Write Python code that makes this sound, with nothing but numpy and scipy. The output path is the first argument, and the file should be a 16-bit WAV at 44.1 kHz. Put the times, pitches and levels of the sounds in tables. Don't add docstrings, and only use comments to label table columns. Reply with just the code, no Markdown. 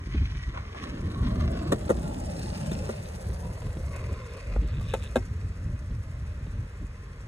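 import sys
import numpy as np
from scipy import signal
from scipy.fft import rfft, irfft
from scipy.io import wavfile
from scipy.ndimage import uniform_filter1d

SR = 44100
rng = np.random.default_rng(int(sys.argv[2]) if len(sys.argv) > 2 else 0)


def master_out(mix):
    frames = np.transpose(np.atleast_2d(mix))
    ceiling = np.clip(frames, -1, 1)
    pcm = np.round(ceiling * 32767).astype(np.int16)
    wavfile.write(sys.argv[1], SR, pcm)


N = 320944

# time in seconds, turns per second.
WHEEL_SPIN = [(0.0, 15.13), (0.5, 17.19), (1.5, 17.95), (3.0, 16.43), (3.5, 15.54), (7.28, 11.05)]
# level at the nearest point in dB before the slab's own finish,
# loss per doubling of distance in dB.
ROLL_LEVELS = [(-44, 4), (-49, 4.5), (-53.5, 5)]
# mid-crossing in seconds, deck roar, wheel rasp, grit in dB.
SLAB_FINISH = [(0.07, -7.5, 7.5, 3), (.48, -2, 4, -2), (.77, 7, 10.5, 3.5), (.9, 6, 3.5, -1.5),
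               (1.2, 9.5, 7, -2), (1.72, 6, -1, 1), (2.35, 3, 2.5, 1), (2.95, -0.5, -1, -1),
               (3.9, 1.5, 5, -1.5), (4.56, -3.5, 1.5, -5), (4.82, -2.5, 1, 3), (5.25, -6, -3, -2.5)]
# middle in seconds, extra rasp in dB, half length in seconds.
COARSE_PATCHES = [(.15, 5.5, .035), (0.247, 2.5, .04), (0.81, 2.5, 0.054), (1.252, 5.5, .028),
                  (1.41, 4.5, .025), (1.56, 3, .06), (2.56, 3, .03), (3.96, 2.5, 0.022)]
# frequency in Hz, relative density in dB per Hz.
FAR_COLOUR = [(170, -4.5), (346, -6), (740, -19), (1167, -9.5), (1430, -13.5), (1938, -4.5), (2908, -12.5),
              (3747, -16), (3942, -17), (5344, -25.5), (6546, -34.5), (7245, -44.5), (10869, -46),
              (15500, -68)]
ONCOMING_COLOUR = [(170, 1), (300, -4.5), (470, -17.5), (590, -9), (850, -24.5), (1080, -20), (1500, -22.5),
                   (1900, -27), (2600, -29), (3400, -30.5), (5000, -34), (7000, -36), (9000, -34.5),
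                   (12500, -39), (15500, -29)]
ABREAST_COLOUR = [(170, 1.5), (210, -2.5), (300, -14), (490, -16.5), (615, -5), (790, -13), (930, -22.5),
                  (1100, -27.5), (1280, -27), (1430, -18.5), (2200, -24.5), (2600, -15), (3200, -28),
                  (4100, -23.5), (4600, -18.5), (6500, -28), (9000, -28.5), (12500, -37), (15500, -41)]
PAST_COLOUR = [(170, 7.5), (250, -34), (340, -12), (450, -9.5), (600, -7.5), (780, -14.5), (1020, -16.5),
               (1250, -27), (2200, -23.5), (3100, -32.5), (4600, -29.5), (7000, -43), (10000, -40),
               (12500, -43), (15500, -50)]
LEAVING_COLOUR = [(170, 1), (320, -10.5), (460, 4.5), (620, 0.5), (730, -20.5), (880, -23.5), (1020, -9.5),
                  (1800, -22.5), (2030, -11), (2550, -11.5), (3100, -31), (4700, -24), (7000, -36),
                  (11000, -39.5), (15500, -46)]
VIEW_TIMES = [.7, 1.4, 2.45, 3.4, 4.15]
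# frequency in Hz, phase between the ports in radians with the board
MIC_PORTS = [(100, 0, 0, 0, 1), (300, 0, -.8, 0, .92), (450, -.6, -.1, -.3, .87), (560, -1.7, 1, -.4, .92),
             (700, -2.4, 3.3, -.7, .85), (880, -3, 4.2, -.3, .88), (1100, -.8, 4.4, -.2, .8),
             (1400, -1.6, 4.3, 0, .8), (1900, -1.7, 4.2, -.4, .75), (2500, -2.6, 3.3, -4.5, .75),
             (3000, -2.8, 2, -4.8, .65), (3500, -2.4, -1, -5.7, .75), (4000, -2.4, -1.3, -6.4, .75),
             (4600, -2.9, -2.5, -3.9, .8), (5700, -4, -3.7, -4.3, .7), (6300, -5.9, -6.2, -6, .65),
             (7200, -6.8, -6.8, -6.8, .85), (11800, -8.7, -8.7, -8.7, .8),
             (12900, -9.42, -9.42, -9.42, .98)]
# time in seconds, share oncoming, abreast, ahead from 0 to 1.
BEARING_SHARES = [(1.74, 1, 0, 0), (1.9, 0, 1, 0), (3.1, 0, 1, 0), (3.95, 0, 0, 1)]
# frequency in Hz, relative density in dB per Hz.
BACKGROUND_COLOUR = [(383, -4.5), (574, -11), (800, -7.5), (1055, -6.5), (1843, -5.5), (2908, -16.5),
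                     (4363, -21.5), (4829, -22), (9821, -30.5), (15500, -32)]
# time in seconds, level in dB before its lumps.
BREEZE = [(0, -38), (.2, -27.5), (.7, -39), (1.1, -32), (1.45, -25), (1.62, -36), (2.0, -33), (2.5, -34),
          (2.8, -35), (3.05, -37), (3.4, -36), (4.0, -35), (4.3, -38), (4.75, -34.5), (5.15, -33.5),
          (5.5, -31.5), (6.25, -32), (6.7, -40), (7.28, -37.5)]
# peak in seconds, level in dB, half length in seconds.
SHORT_GUSTS = [(.49, -27.5, 0.018), (3.3, -27, 0.045), (3.67, -27.5, 0.031), (3.79, -29.5, 0.027),
               (4.125, -22.5, 0.0099), (4.62, -30, 0.047), (4.77, -27.5, 0.08), (5.49, -34, 0.052),
               (5.72, -28.5, 0.043), (6.6, -30, 0.031), (6.83, -29, 0.023)]
# frequency in Hz, relative density in dB per Hz.
RUMBLE_COLOUR = [(12, -62), (20, 7.5), (48, 3.5), (69, 12), (113, -4.5), (199, -19), (330, -30), (430, -36),
                 (730, -120)]
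# start in seconds, relative level in dB, fall time in seconds.
EDDY_SLAPS = [(.066, -39.5, 0.015), (.146, -28.5, 0.012), (3.77, -31.5, 0.0034), (4.561, -44, 0.013),
              (4.62, -37, 0.033), (5.70, -46, 0.013), (5.758, -53, 0.0073), (5.906, -40, 0.013),
              (6.466, -37.5, 0.0088), (6.572, -49, 0.012), (6.81, -45, .015)]
# frequency in Hz, relative density in dB per Hz.
SLAP_COLOUR = [(30, -5), (120, 11), (300, 5), (600, -17), (1200, -26), (4000, -28), (16000, -103)]
# start in seconds, relative level in dB, frequency in Hz,
# fall time in seconds.
WIND_THUMPS = [(0.163, -6.5, 69, 0.016), (1.936, -20, 58.5, .05), (4.517, -17, 42.2, .03),
               (4.565, -16, 52.4, 0.061), (6.806, -28, 60, .025)]
# start in seconds, relative level in dB, fall time in seconds.
SHOE_SCUFFS = [(.535, -45.5, 0.06), (.573, -38.5, 0.0071), (.745, -44, 0.022)]
# frequency in Hz, relative density in dB per Hz.
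SOLE_COLOUR = [(200, -42), (600, 14.5), (1200, 11.5), (2200, 2), (5000, -14), (16000, -38)]
# start in seconds, relative level in dB.
SAND_GRAINS = [(0.8352, -41), (1.574, -54), (1.629, -53), (2.392, -31), (2.574, -31), (3.961, -32),
               (4.125, -40), (4.368, -38.5), (4.81, -38), (5.035, -36)]
# start in seconds,
# knock in relative dB, pitch factor, hardness in dB per octave, low thud in dB, ring time factor,
# crack in relative dB, truck ring in relative dB.
SEAM_HITS = [(1.7202, -20.8, .88, 4.2, -1, 1, -32, -39), (1.7236, -22.5, .9, 4.3, 7, 1, -33, -34),
             (1.7306, -20.5, .85, 2.2, 6, .8, -36, -45), (1.893, -26.6, .99, 3.5, -1, 1.3, -40, -53),
             (1.9004, -21.8, .91, 4.5, 0, .95, -34, -46), (1.906, -16.4, .89, 1.7, -4, 1, -35, -44),
             (1.9168, -33.5, .94, 2.2, 0, .8, -40, -58), (2.7143, -33.5, .96, 1, 3, 1, -42, -43),
             (2.7171, -33.7, .91, 2.5, 4, .8, -44, -43), (2.8909, -30.5, .92, 4.5, 3, .9, -42, -57),
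             (2.8961, -31.5, .93, 4.5, 2, 1.2, -44, -54), (4.561, -30, .92, 3, 0, .8, -55, -62),
             (4.937, -26.6, .99, 4.5, -10, 1.1, -39, -38), (4.9393, -27.4, .97, .5, -10, 1.06, -40, -33),
             (4.9484, -31.5, .99, 2.3, -9, 1.3, -47, -44), (5.1576, -21, 1.02, 0.3, -5, 1.75, -35, -30),
             (5.1657, -23.6, 1.02, 2.6, 4, .64, -38, -35), (5.1739, -34, .93, .3, 2, 1, -49, -48)]
# frequency in Hz before the pitch factor, relative level in dB,
# t60 in seconds before the ring time factor.
DECK_MODES = [(244, 2.5, 0.073), (363, -3.5, 0.076), (517, 10.7, 0.025), (656, 0.8, 0.042),
              (754, -4.0, 0.04), (907, -6.8, 0.042), (1077, -11.4, 0.034), (1322, -11.3, 0.03),
              (1547, -13.1, 0.043), (2088, -18.3, 0.04)]
# frequency in Hz, relative level in dB, t60 in seconds.
METAL_MODES = [(1592, 1.5, .04), (2547, -2.5, .025), (2941, -3, .022), (3673, 0, .027), (4100, -5, .018)]
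# frequency in Hz, relative density in dB per Hz.
CRACK_COLOUR = [(150, -14), (350, 4), (750, 5), (1100, 0), (1650, 1), (2100, -8), (3700, -8), (4800, -14),
                (6400, -5), (8000, -6), (11000, -8), (16000, -12)]
# frequency in Hz, width in Hz, relative level in dB.
TRUCK_RESONANCES = [(1620, 240, 1), (2550, 550, 0), (3680, 600, 0)]
# peak in seconds, level in dB, half length in seconds.
BUZZ_BOUTS = [(4.28, -61, .2), (4.76, -57, .14), (4.915, -51.5, .045), (5.05, -51, .04)]

WHEEL_M = .22
PASS_S, CLOSEST_M = 2.645, 2.92
CROSSING_S = 0.12
TAPS_PER_TURN = 5
BACKGROUND_DB = -53.5
EDGE_HZ = 15900
FFT_SIZE, HOP = 1024, 256

TIME = np.arange(N) / SR
HZ = np.fft.rfftfreq(FFT_SIZE, 1 / SR)
FRAMES = np.arange(-(-N // HOP) + 1) * HOP / SR


def amp(db):
    return 10 ** (np.asarray(db) / 20)


def unit(x):
    return x / np.sqrt(np.mean(x ** 2) + 1e-20)


def colour(points):
    hz, db = np.transpose(points)
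    return np.interp(np.log(HZ + 1), np.log(hz + 1), db)


def curve(rows, t, axis=1):
    rows = np.array(rows)
    return np.interp(t, rows[:, 0], rows[:, axis])


def below(hz, order=6):
    return 1 / np.sqrt(1 + (HZ / hz) ** (2 * order))


def above(hz):
    return np.sqrt(1 - below(hz) ** 2)


def wander(per_s):
    hz = np.fft.rfftfreq(N, 1 / SR)
    spectrum = rfft(rng.standard_normal(N))
    return unit(irfft(spectrum / (1 + (hz / per_s) ** 4), N))


def burst(s, rise, fall):
    t = np.maximum(TIME - s, 0)
    return (1 - np.exp(-t / rise)) * np.exp(-np.minimum(t / fall, 60))


def bell(s, half):
    return np.exp(-np.minimum(((TIME - s) / half) ** 2, 60))


def swells(rows):
    return sum(amp(db) * bell(s, half) for s, db, half in rows)


def white():
    return rng.standard_normal((2, N))


def heard(pair, gain, diffuse=False):
    a, b = signal.stft(pair, nperseg=FFT_SIZE, noverlap=FFT_SIZE - HOP)[2].transpose(0, 2, 1)
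    turns = np.array([np.exp(1j * curve(MIC_PORTS, HZ, axis=k)) for k in (1, 2, 3)])
    shares = np.transpose([curve(BEARING_SHARES, FRAMES, axis=k) for k in (1, 2, 3)])
    direction = turns.mean(0) if diffuse else shares @ turns
    same = curve(MIC_PORTS, HZ, axis=4) * direction
    unlike = np.sqrt(np.maximum(1 - abs(same) ** 2, 0))
    ports = np.array([a, same.conj() * a + unlike * b]) * gain
    return signal.istft(ports.transpose(0, 2, 1), nperseg=FFT_SIZE, noverlap=FFT_SIZE - HOP)[1][:, :N]


def distance():
    along = WHEEL_M * np.cumsum(curve(WHEEL_SPIN, TIME)) / SR
    return np.hypot(CLOSEST_M, along - np.interp(PASS_S, TIME, along))


def roll_gains():
    doublings = np.log2(distance() / CLOSEST_M)
    slabs = np.array(SLAB_FINISH)
    reached = np.clip((TIME - slabs[:, :1]) / CROSSING_S + .5, 0, 1)
    steps_db = np.diff(slabs[:, 1:], axis=0, prepend=0)
    finish_db = steps_db.T @ reached
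    finish_db[1] += sum(db * bell(s, half) for s, db, half in COARSE_PATCHES)
    return [amp(db - loss_db * doublings + finish)
            for (db, loss_db), finish in zip(ROLL_LEVELS, finish_db)]


def tread(depth_db, second_db, uneven_db):
    turns = np.cumsum(curve(WHEEL_SPIN, TIME)) / SR + .03
    other_turns = turns + (TIME - 2.9) / 2.4
    patch = np.exp(1.6 * (np.cos(2 * np.pi * turns) - 1))
    other = np.exp(7 * (np.cos(2 * np.pi * other_turns) - 1))
    load = .5 + .09 * wander(6.6)
    return unit(amp((depth_db * patch + second_db * other) * load + uneven_db * wander(58)))


def stones(per_s, spread_db, share):
    size = amp(spread_db * np.minimum(rng.exponential(1, N), 4))
    clicks = size * (rng.random(N) < per_s / SR)
    share = np.clip(share, 0, 1)
    return np.sqrt(share) * unit(clicks * white()) + np.sqrt(1 - share) * white()


def ripple(depth_db):
    field = rng.standard_normal((len(FRAMES), len(HZ)))
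    slow = uniform_filter1d(field, size=30, axis=0)
    drift = unit(uniform_filter1d(slow, size=2, axis=1))
    return amp(depth_db * drift * below(7000, order=1))


def rolling():
    colours = FAR_COLOUR, ONCOMING_COLOUR, ABREAST_COLOUR, PAST_COLOUR, LEAVING_COLOUR
    views = [colour(view) for view in colours]
    weights = np.transpose([np.interp(FRAMES, VIEW_TIMES, row) for row in np.eye(len(views))])
    tone = amp(weights @ views) * above(158) * ripple(depth_db=4.0)
    bands = above(273) * below(1170), above(696) * below(5800), above(6010) * below(EDGE_HZ)
    roar, rasp, grit = (tone / np.sqrt(np.mean((tone * band) ** 2, 1, keepdims=True)) for band in bands)
    roar_gain, rasp_gain, grit_gain = roll_gains()
    coarse = stones(per_s=1200, spread_db=2.8, share=.7)
    fine = stones(per_s=3000, spread_db=2.7, share=.65)
    roar_tread = tread(depth_db=-1.5, second_db=0.0, uneven_db=0.7)
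    rasp_tread = tread(depth_db=4.5, second_db=1.0, uneven_db=2.0)
    grit_tread = tread(depth_db=11, second_db=0, uneven_db=1.1)
    out = heard(white() * roar_gain * roar_tread, roar * below(1135))
    out += heard(coarse * rasp_gain * rasp_tread, rasp * bands[1])
    out += heard(fine * grit_gain * grit_tread, grit * bands[2])
    return out


def background():
    tone = unit(amp(colour(BACKGROUND_COLOUR)) * below(EDGE_HZ))
    return amp(BACKGROUND_DB + .5 * wander(4.5)) * heard(white(), tone, diffuse=True)


def wind(steady=0.93, flutter_db=2.5, upper_db=5.5, lumps_db=2.5, lumps_per_s=9):
    tone = unit(amp(colour(RUMBLE_COLOUR)) * below(520, order=4))
    deep = heard(white(), tone * below(178))
    swell = np.sqrt(uniform_filter1d(deep[0] ** 2, size=3000) + 1e-9)
    deep = unit(deep / swell ** np.clip(steady, 0, 1))
    upper = heard(white(), tone * above(142.0)) * unit(amp(flutter_db * wander(61)))
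    breeze = amp(curve(BREEZE, TIME) + lumps_db * wander(lumps_per_s))
    return np.hypot(breeze, swells(SHORT_GUSTS)) * (deep + amp(upper_db) * upper)


def puffs(rows, spectrum):
    envelope = sum(amp(db) * burst(s, rise=fall / 10, fall=fall) for s, db, fall in rows)
    return 2 * envelope * heard(white(), unit(amp(colour(spectrum))))


def eddies():
    return puffs(EDDY_SLAPS, SLAP_COLOUR)


def thumps():
    return sum(amp(db) * burst(s, rise=0.0067, fall=fall) * np.sin(2 * np.pi * hz * (TIME - s))
               for s, db, hz, fall in WIND_THUMPS)


def scuffs():
    return puffs(SHOE_SCUFFS, SOLE_COLOUR)


def ring(s, modes, rise=0.0007):
    out, start = np.zeros(N), round(s * SR)
    t = np.arange(SR // 5) / SR
    tones = sum((-1) ** k * amp(db - 60 * t / t60) * np.sin(2 * np.pi * hz * t)
                for k, (hz, db, t60) in enumerate(modes))
    out[start:start + len(t)] = tones * (1 - np.exp(-t / rise))
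    return out


def knock(s, pitch, hardness_db=0, thud_db=0, ring_time=1):
    modes = []
    for hz, db, t60 in DECK_MODES:
        tilt_db = hardness_db * np.log2(hz / 500) + thud_db * (hz < 400)
        modes.append((hz * pitch, db + tilt_db, t60 * ring_time))
    return ring(s, modes)


def truck():
    return unit(sum(amp(db) / (1 + (2 * (HZ - hz) / width) ** 2) for hz, width, db in TRUCK_RESONANCES))


def clacks(contact_db=2.5, rattle_db=-2):
    body, crack, rattle = np.zeros((3, N))
    for s, db, pitch, hardness_db, thud_db, ring_time, crack_db, truck_db in SEAM_HITS:
        body += amp(db) * knock(s, pitch, hardness_db, thud_db, ring_time)
        body += amp(truck_db) * ring(s, METAL_MODES)
        crack += amp(crack_db + contact_db) * burst(s - .001, rise=.0005, fall=.0048)
        rattle += amp(truck_db + rattle_db) * burst(s, rise=.0008, fall=.0055)
    for s, db in SAND_GRAINS:
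        body += amp(db - 15.0) * knock(s, rng.uniform(0.75, 1.31))
        crack += amp(db - 4.5) * burst(s, rise=0.0012, fall=0.0051)
    out = heard(np.array([body, np.zeros(N)]), above(140))
    out += heard(white() * crack, unit(amp(colour(CRACK_COLOUR))))
    out += heard(white() * rattle, unit(truck() * below(5300)))
    return out


def open_air(x, wet_db=-23, t60=0.082):
    t = np.arange(SR // 2) / SR
    dull = signal.lfilter([1], [1, -.7], rng.standard_normal((2, len(t))))
    tail = dull * amp(-60 * t / t60) * (t > .008)
    return x + amp(wet_db) * signal.fftconvolve(x, tail / np.linalg.norm(tail[0]), axes=1)[:, :N]


def buzz(jitter=0.08, scrape=0.4, rebound_db=-53, contact_s=.0013):
    tap_rate = TAPS_PER_TURN * curve(WHEEL_SPIN, TIME) * (1 + jitter * wander(60))
    cycles = np.cumsum(tap_rate) / SR
    taps, rebounds = (np.diff(np.floor(cycles + late), prepend=0) * amp(2 * wander(80))
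                      for late in (0, .5))
    level = swells(BUZZ_BOUTS)
    blows = taps + rebounds * np.minimum(level / amp(rebound_db), 1)
    contact = unit(signal.lfilter([1], [1, -np.exp(-1 / (contact_s * SR))], blows))
    return heard(white() * unit(contact + scrape) * level, unit(truck() * above(1640) * below(4100)))


def scene():
    board = rolling() + scuffs() + open_air(clacks()) + buzz()
    air = (wind() + eddies())[0] + thumps()
    return board + background() + air


def record(dry):
    hz = np.fft.rfftfreq(N, 1 / SR)
    cut = irfft(rfft(dry) / np.sqrt(1 + (38 / (hz + 1)) ** 8), N)
    band_limit = signal.firwin(511, EDGE_HZ, window=("kaiser", 9), fs=SR)
    return signal.oaconvolve(cut, band_limit[None], "same")


dry = scene()
out = record(dry)
master_out(out)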